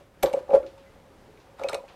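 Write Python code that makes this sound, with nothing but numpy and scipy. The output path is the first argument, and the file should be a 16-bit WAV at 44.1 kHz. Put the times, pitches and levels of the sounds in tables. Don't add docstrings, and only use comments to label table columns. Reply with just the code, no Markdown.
import sys
import numpy as np
from scipy import signal
from scipy.fft import rfft, irfft
from scipy.io import wavfile
from scipy.ndimage import uniform_filter1d

SR = 44100
rng = np.random.default_rng(int(sys.argv[2]) if len(sys.argv) > 2 else 0)


def linear_from_db(decibels):
    return 10 ** (np.asarray(decibels, float) / 20)


def waveform_to_disk(signal):
    frames = np.transpose(np.atleast_2d(signal))
    scaled = np.clip(frames, -1, 1) * 32767
    samples = np.round(scaled).astype(np.int16)
    wavfile.write(sys.argv[1], SR, samples)


N = 85995

# f/Hz, density/dB
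SHOP_SPECTRUM = [(15, -40), (25, -3), (114, -2.5), (161, -6.5), (503, -7.5), (545, -6), (591, -9.5),
                 (2110, -21), (16000, -42)]
# t/s, level/dB
SHOP_ACTIVITY = [(0, 1.5), (.1, -4), (.22, 3.5), (.8, 1), (1.25, 3), (1.5, 1), (1.95, 2.5)]
# t/s, level/dB, push duration/ms, side panel level/dB
KNOCKS = [(.004, -50.5, 1, 3.5), (.2295, -25, 0.53, 9.5), (.2345, -14, 1, 4), (.256, -29.5, 0.49, -2),
          (.3345, -15.5, 1, -1), (.489, -26, 0.9, 0), (.507, -21.5, 0.35, -1.5), (.517, -46, 1, -7),
          (.527, -17, 0.97, 1), (.5365, -8.5, 0.52, -5), (.546, -18.5, 0.6, 0.5), (.557, -16, 0.48, -1.5),
          (.632, -47, 0.46, -2), (.663, -54, 0.77, 3), (.790, -64, 0.4, -11), (.955, -54.5, 0.4, 3),
          (1.045, -54, 0.14, -7), (1.485, -53, 0.71, -15), (1.594, -34, 0.93, 2.5), (1.609, -28.5, 1, 1),
          (1.640, -22.5, 0.16, -2.5), (1.694, -47, 0.18, 17.5), (1.722, -48.5, 0.99, 18),
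          (1.729, -32, 0.082, 6.5), (1.745, -31, 0.43, 2.5), (1.8365, -45.5, 0.67, 3)]
# f/Hz, level/dB, T60/s
HEAD_MODES = [(513, -6, 0.22), (554.5, 3, 0.16), (582.7, -5, 0.2), (546, -27, 0.68)]
# f/Hz, level/dB, T60/s
PANEL_MODES = [(159, -26.5, 0.1), (278, -22, 0.15), (563, -8.5, 0.02), (366.2, -14.5, 0.22),
               (442, -8.5, 0.077), (464.5, -13.5, 0.17), (620.4, -12.5, 0.11), (689.5, -8.5, 0.11),
               (789.5, -4.5, 0.064), (868, -6.5, 0.048), (993, -24.5, 0.11), (1127, -25.5, 0.2),
               (1274, -21, 0.043), (1374, -32, 0.15)]
# t/s, level/dB
SCRAPE_LEVEL = [(.22, -103), (.235, -36.5), (.30, -50.5), (.39, -47.5), (.46, -72.5), (.50, -52),
                (.55, -42), (.62, -60), (.70, -69.5), (.78, -75.5), (1.56, -68), (1.60, -49.5),
                (1.70, -49.5), (1.76, -49.5), (1.81, -61.5), (1.89, -63), (1.95, -62)]
# f/Hz, density/dB
GRIT_SPECTRUM = [(300, -27.5), (900, 13.5), (1400, 6), (2500, -3), (4000, -8), (8000, -16), (15000, -25.5)]
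# t/s, sleeve level/dB, sleeve contact f/Hz, jaws level/dB, key level/dB
CONTACTS = [(.2272, -28.5, 2570, -31.5, -38), (0.2294, -25.5, 3900, -28, -24.5),
            (0.2322, -25, 3020, -32, -44), (0.2331, -31, 3900, -26, -36), (.298, -43, 3200, -62, -70),
            (0.3301, -43, 2270, -36.5, -47), (0.3358, -36, 2840, -41.5, -50),
            (0.505, -43.5, 2800, -72, -77.5), (0.5359, -38, 2270, -68, -69.5),
            (.5495, -57.5, 4500, -64, -48), (0.6294, -53.5, 2700, -78, -76), (0.6655, -50, 4940, -66, -67),
            (0.779, -68, 3130, -58, -80), (0.862, -54.5, 2030, -80, -81), (1.374, -53, 2700, -75, -72),
            (1.594, -45, 3700, -74, -83), (1.636, -32, 2500, -38.5, -47), (1.6864, -21.5, 4200, -31.5, -59),
            (1.695, -36, 4500, -33, -42), (1.7305, -30.5, 2270, -38, -48), (1.7325, -36, 3700, -52, -46),
            (1.7444, -23.5, 3700, -29.5, -35.5), (1.88, -49.5, 2550, -62, -80)]
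# f/Hz, level/dB, T60/s
SLEEVE_MODES = [(2030, -13, 0.05), (2270, 0.5, 0.028), (2510, -6, 0.067), (2800, -2, 0.012),
                (3047, -19, 0.029), (3700, -5.5, 0.017), (3900, -10.5, 0.036), (4130, -6.5, 0.026),
                (4500, -21, 0.031)]
# f/Hz, level/dB, T60/s
JAW_MODES = [(5210, -14, 0.045), (6110, -8, 0.0087), (6500, -11, 0.016), (7330, -12, 0.021),
             (8140, -9.5, 0.03)]
# f/Hz, level/dB, T60/s
KEY_MODES = [(9870, -13, 0.027), (10490, -5, 0.028), (10180, -28, .045), (11820, -7.5, 0.06),
             (12070, 0, 0.053), (12080, -15, .08), (13030, -26, .02)]
# t/s, f/Hz, level/dB, T60/s, free time/s
LINGERING = [(.232, 3970, -26.5, 0.014, 0.024), (.257, 3900, -53.5, .3, 0.039), (.240, 7420, -42, .05, .03),
             (.338, 7880, -55, 0.11, .02), (.775, 907, -54, 0.25, 0.04), (.862, 2030, -65, 0.91, 0.29),
             (1.285, 429, -52.5, 0.45, 0.15), (1.637, 2562, -47, 0.18, 0.059),
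             (1.709, 8090, -60, .4, 0.022), (1.745, 3880, -53, 0.08, .045),
             (1.745, 8270, -41, 0.073, 0.013), (1.747, 5460, -43, 0.043, .03), (1.765, 985, -56, 0.72, .15)]
# t/s, level/dB
THUMPS = [
    (0.235, -28.5),
    (0.546, -42),
    (0.596, -41),
    (1.692, -55),
]
# t/s, main mode level/dB, low panel level/dB
NUDGES = [(0.2469, -20, -23), (.262, -33, -26.5), (.300, -41, -50), (.313, -32, -52), (.3665, -24.5, -33.5),
          (.3738, -25.5, -48), (.3811, -29, -42), (.405, -48, -39), (0.439, -44.5, -57.5),
          (.5440, -14, -40), (0.555, -21, -44.5), (.565, -14, -44), (.600, -34.5, -37), (.630, -51, -39),
          (.645, -37, -36.5), (.660, -34.5, -44.5), (0.672, -39.5, -44), (.680, -64, -36), (.712, -38, -60),
          (.745, -52, -62), (.800, -65, -69), (.845, -56, -62), (1.270, -65, -56), (1.465, -55, -67),
          (1.671, -31, -62), (1.726, -27, -57), (1.765, -34, -54), (1.778, -35.5, -66), (1.790, -49, -55),
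          (1.805, -30.5, -56), (1.836, -35.5, -60)]
# f/Hz, T60/s
NUDGE_MODES = [(551, 0.073), (368, 0.1)]
# t/s, tick level/dB, f/Hz, rustle level/dB, rustle decay/s
TICKS = [
    (0.6649, -50.5, 4200, -56.5, 0.043),
    (0.26, -38, 3770, -40, 0.012),
    (.5495, -41, 3900, -58, 0.016),
    (.631, -52, 2200, -70, .01),
    (1, -63, 2600, -69, .01),
    (1.7, -56, 1000, -52, .03),
    (0.33, -50, 3000, -55, 0.0095),
    (0.779, -68, 3360, -60, 0.047),
    (1.400, -70, 4700, -65, 0.039),
    (1.886, -67, 3400, -53.5, 0.045),
]
# t/s, depth/dB, half width/s
GRIPS = [(0.26, 4, 0.0055), (.363, 12, 0.0059), (0.399, 14, 0.0051), (.432, 0, 0.0039), (.480, -8, .01),
         (.594, 11, 0.0039), (.624, 3, 0.0065), (.697, 14, 0.015), (1.606, 10, 0.0037), (1.669, 9, 0.0027),
         (1.713, 16, 0.0057), (1.766, 5, .004), (1.812, 8, .01), (1.870, 11, 0.013)]
# t/s, level/dB
COLLAR_TAPS = [
    (.555, -47),
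    (.6365, -54),
    (1.596, -47),
    (1.613, -43),
    (1.693, -35.5),
    (1.702, -40),
    (1.738, -40.5),
    (1.752, -46),
]
# f/Hz, level/dB, T60/s
COLLAR_MODES = [(1240, 2.5, 0.044), (1406, 6, 0.055), (1450, -16, 0.032)]


def unit(x):
    return x / np.sqrt(np.mean(x ** 2))


def ring(x, hz, t60):
    pole = np.exp(2j * np.pi * hz / SR - np.log(1000) / (t60 * SR))
    return signal.lfilter([1], [1, -pole], x).imag


def impulses(times, db):
    drive = np.zeros(N)
    drive[(np.asarray(times) * SR).astype(int)] = linear_from_db(db)
    return drive


def colour(x, table):
    f = np.arange(len(x) // 2 + 1) * SR / len(x) + 1
    points = np.array(table)
    gain_db = np.interp(np.log(f), np.log(points[:, 0]), points[:, 1])
    return irfft(rfft(x) * linear_from_db(gain_db), len(x))


def walk(rate_hz):
    k = int(SR / rate_hz)
    steps = np.repeat(rng.standard_normal(N // k + 1), k)
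    return unit(uniform_filter1d(uniform_filter1d(steps, k), k)[:N])


def curve(table):
    points = np.array(table)
    return linear_from_db(np.interp(np.arange(N) / SR, points[:, 0], points[:, 1]))


def shop():
    hum_noise, air = rng.standard_normal((2, N))
    air = unit(colour(air, SHOP_SPECTRUM)) * linear_from_db(-56.5 + 0.8 * walk(6.9)) * curve(SHOP_ACTIVITY)
    hum_hz, hum_width_hz = 540.4, 16
    hum = unit(ring(hum_noise, hum_hz, np.log(1000) / np.pi / hum_width_hz))
    return air + hum * linear_from_db(-67.5 + 2 * walk(9.4))


def push(offset_db):
    drive = np.zeros(N)
    for (s, level_db, ms, _), db in zip(KNOCKS, offset_db):
        pulse = np.hanning(max(int(ms * SR / 1000), 2) + 2)
        start = int(s * SR)
        drive[start:start + len(pulse)] += pulse / pulse.sum() * linear_from_db(level_db + db)
    return drive


def head(grit):
    out = np.zeros(N)
    panel_db = np.array(KNOCKS)[:, 3]
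    grit_drive = grit * linear_from_db(-10) / 10
    for modes, knock_db, spread_db in ((HEAD_MODES, 0 * panel_db, 0.4), (PANEL_MODES, panel_db, 2)):
        chance = rng.standard_normal((len(KNOCKS), len(modes)))
        for m, (hz, db, t60) in enumerate(modes):
            drive = push(knock_db + spread_db * chance[:, m]) + grit_drive
            out += (-1) ** m * linear_from_db(db) * ring(drive, hz, t60)
    return signal.lfilter(*signal.butter(2, 140, "high", fs=SR), out)


def scrape():
    impacts_per_s = 1500
    hit = rng.random(N) < impacts_per_s / SR
    size_db = np.minimum(1.8 * rng.exponential(size=N), 14)
    size = linear_from_db(size_db) * rng.standard_normal(N)
    grit = unit(colour(hit * size + 0.29 * rng.standard_normal(N), GRIT_SPECTRUM))
    return grit * curve(SCRAPE_LEVEL) * linear_from_db(2.5 * walk(60.13))


def clinks():
    rows = np.array(CONTACTS)
    times, out = rows[:, 0], np.zeros(N)
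    seated = np.arange(N) > 0.3 * SR
    crack_decay_s, crack_t60_s = 0.0047, 0.00027
    for col, modes, crack_hz in ((1, SLEEVE_MODES, 1100), (3, JAW_MODES, 5470), (4, KEY_MODES, 12900)):
        is_key = modes is KEY_MODES
        wobble_db = 5 if is_key else 1.8
        chance = rng.standard_normal((len(rows), len(modes)))
        for m, (hz, db, t60) in enumerate(modes):
            level_db = rows[:, col] + 1.5 * chance[:, m]
            if modes is SLEEVE_MODES:
                level_db = level_db - 18.5 * np.abs(np.log2(hz / rows[:, 2]))
            drive = impulses(times, level_db) * (-1) ** m
            if is_key:
                dulling = linear_from_db(-55 * np.log2(hz / KEY_MODES[1][0]))
                tone = ring(drive * ~seated, hz, t60) + dulling * ring(drive * seated, hz, t60 * 0.45)
            else:
                tone = ring(drive, hz, t60)
            out += linear_from_db(db + wobble_db * walk(150)) * tone
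        crack = ring(ring(rng.standard_normal(N), crack_hz, crack_t60_s), crack_hz, crack_t60_s)
        decay = [1, -np.exp(-1 / (crack_decay_s * SR))]
        out += signal.lfilter([1], decay, impulses(times, rows[:, col] - 9)) * unit(crack)
    return signal.sosfilt(signal.butter(3, (700, 13000), "band", fs=SR, output="sos"), out)


def linger():
    t, out = np.arange(N) / SR, np.zeros(N)
    for s, hz, db, t60, free_s in LINGERING:
        touched = np.exp(-np.maximum(t - s - free_s, 0) / 0.004)
        out += linear_from_db(db + 4 * walk(120)) * touched * ring(impulses(s, 0), hz, t60)
    return out


def thumps():
    times, db = np.transpose(THUMPS)
    drive = uniform_filter1d(uniform_filter1d(impulses(times, db), 150), 150)
    return ring(drive, 62, 0.11)


def nudges():
    rows, out = np.array(NUDGES), np.zeros(N)
    swell_t60_s = 0.012
    for m, (hz, t60) in enumerate(NUDGE_MODES):
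        swell = ring(impulses(rows[:, 0], rows[:, 1 + m]), hz, swell_t60_s)
        out += ring(swell, hz, t60) * 2 * np.log(1000) / (swell_t60_s * SR)
    return out


def ticks():
    t, out = np.arange(N) / SR, np.zeros(N)
    for s, tick_db, hz, rustle_db, rustle_s in TICKS:
        after = np.maximum(t - s, 0)
        tick = linear_from_db(tick_db) * np.exp(-after / 0.0012)
        rustle = linear_from_db(rustle_db) * np.exp(-after / rustle_s)
        noise = ring(ring(rng.standard_normal(N), hz, 0.00055), hz, 0.00055)
        out += (t >= s) * (tick + rustle) * unit(noise)
    return out


def grip():
    t = np.arange(N) / SR
    return linear_from_db(-sum(db * np.exp(-((t - s) / half_s) ** 2) for s, db, half_s in GRIPS))


def collar():
    times, db = np.transpose(COLLAR_TAPS)
    drive = uniform_filter1d(impulses(times, db), 12)
    return sum((-1) ** m * linear_from_db(db) * ring(drive, hz, t60) for m, (hz, db, t60) in enumerate(COLLAR_MODES))


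def room(x):
    t = np.arange(SR // 2) / SR
    noise = rng.standard_normal(len(t))
    low = signal.lfilter(*signal.butter(2, 2500, fs=SR), noise)
    low_t60_s, high_t60_s, onset_s = 0.25, 0.21, 0.0015
    tail = low * linear_from_db(-60 * t / low_t60_s) + (noise - low) * linear_from_db(-60 * t / high_t60_s)
    tail = tail * (1 - np.exp(-t / onset_s))
    return signal.fftconvolve(x, tail / np.sqrt(np.sum(tail ** 2)))[:N] * linear_from_db(-12.5)


def scene():
    grit = scrape()
    press_head = (head(grit) + nudges()) * grip()
    near = press_head + clinks() + collar() + grit + linger() + ticks()
    return (near + room(near) + thumps() + shop())[None]


def low_pass(x):
    return signal.sosfilt(signal.butter(12, 15830, fs=SR, output="sos"), x)


def record(dry):
    dry = signal.sosfilt(signal.butter(4, 14300, fs=SR, output="sos"), dry)
    mix = dry + linear_from_db(-77) * rng.standard_normal(dry.shape)
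    return low_pass(mix)


dry = scene()
out = record(dry)
waveform_to_disk(out)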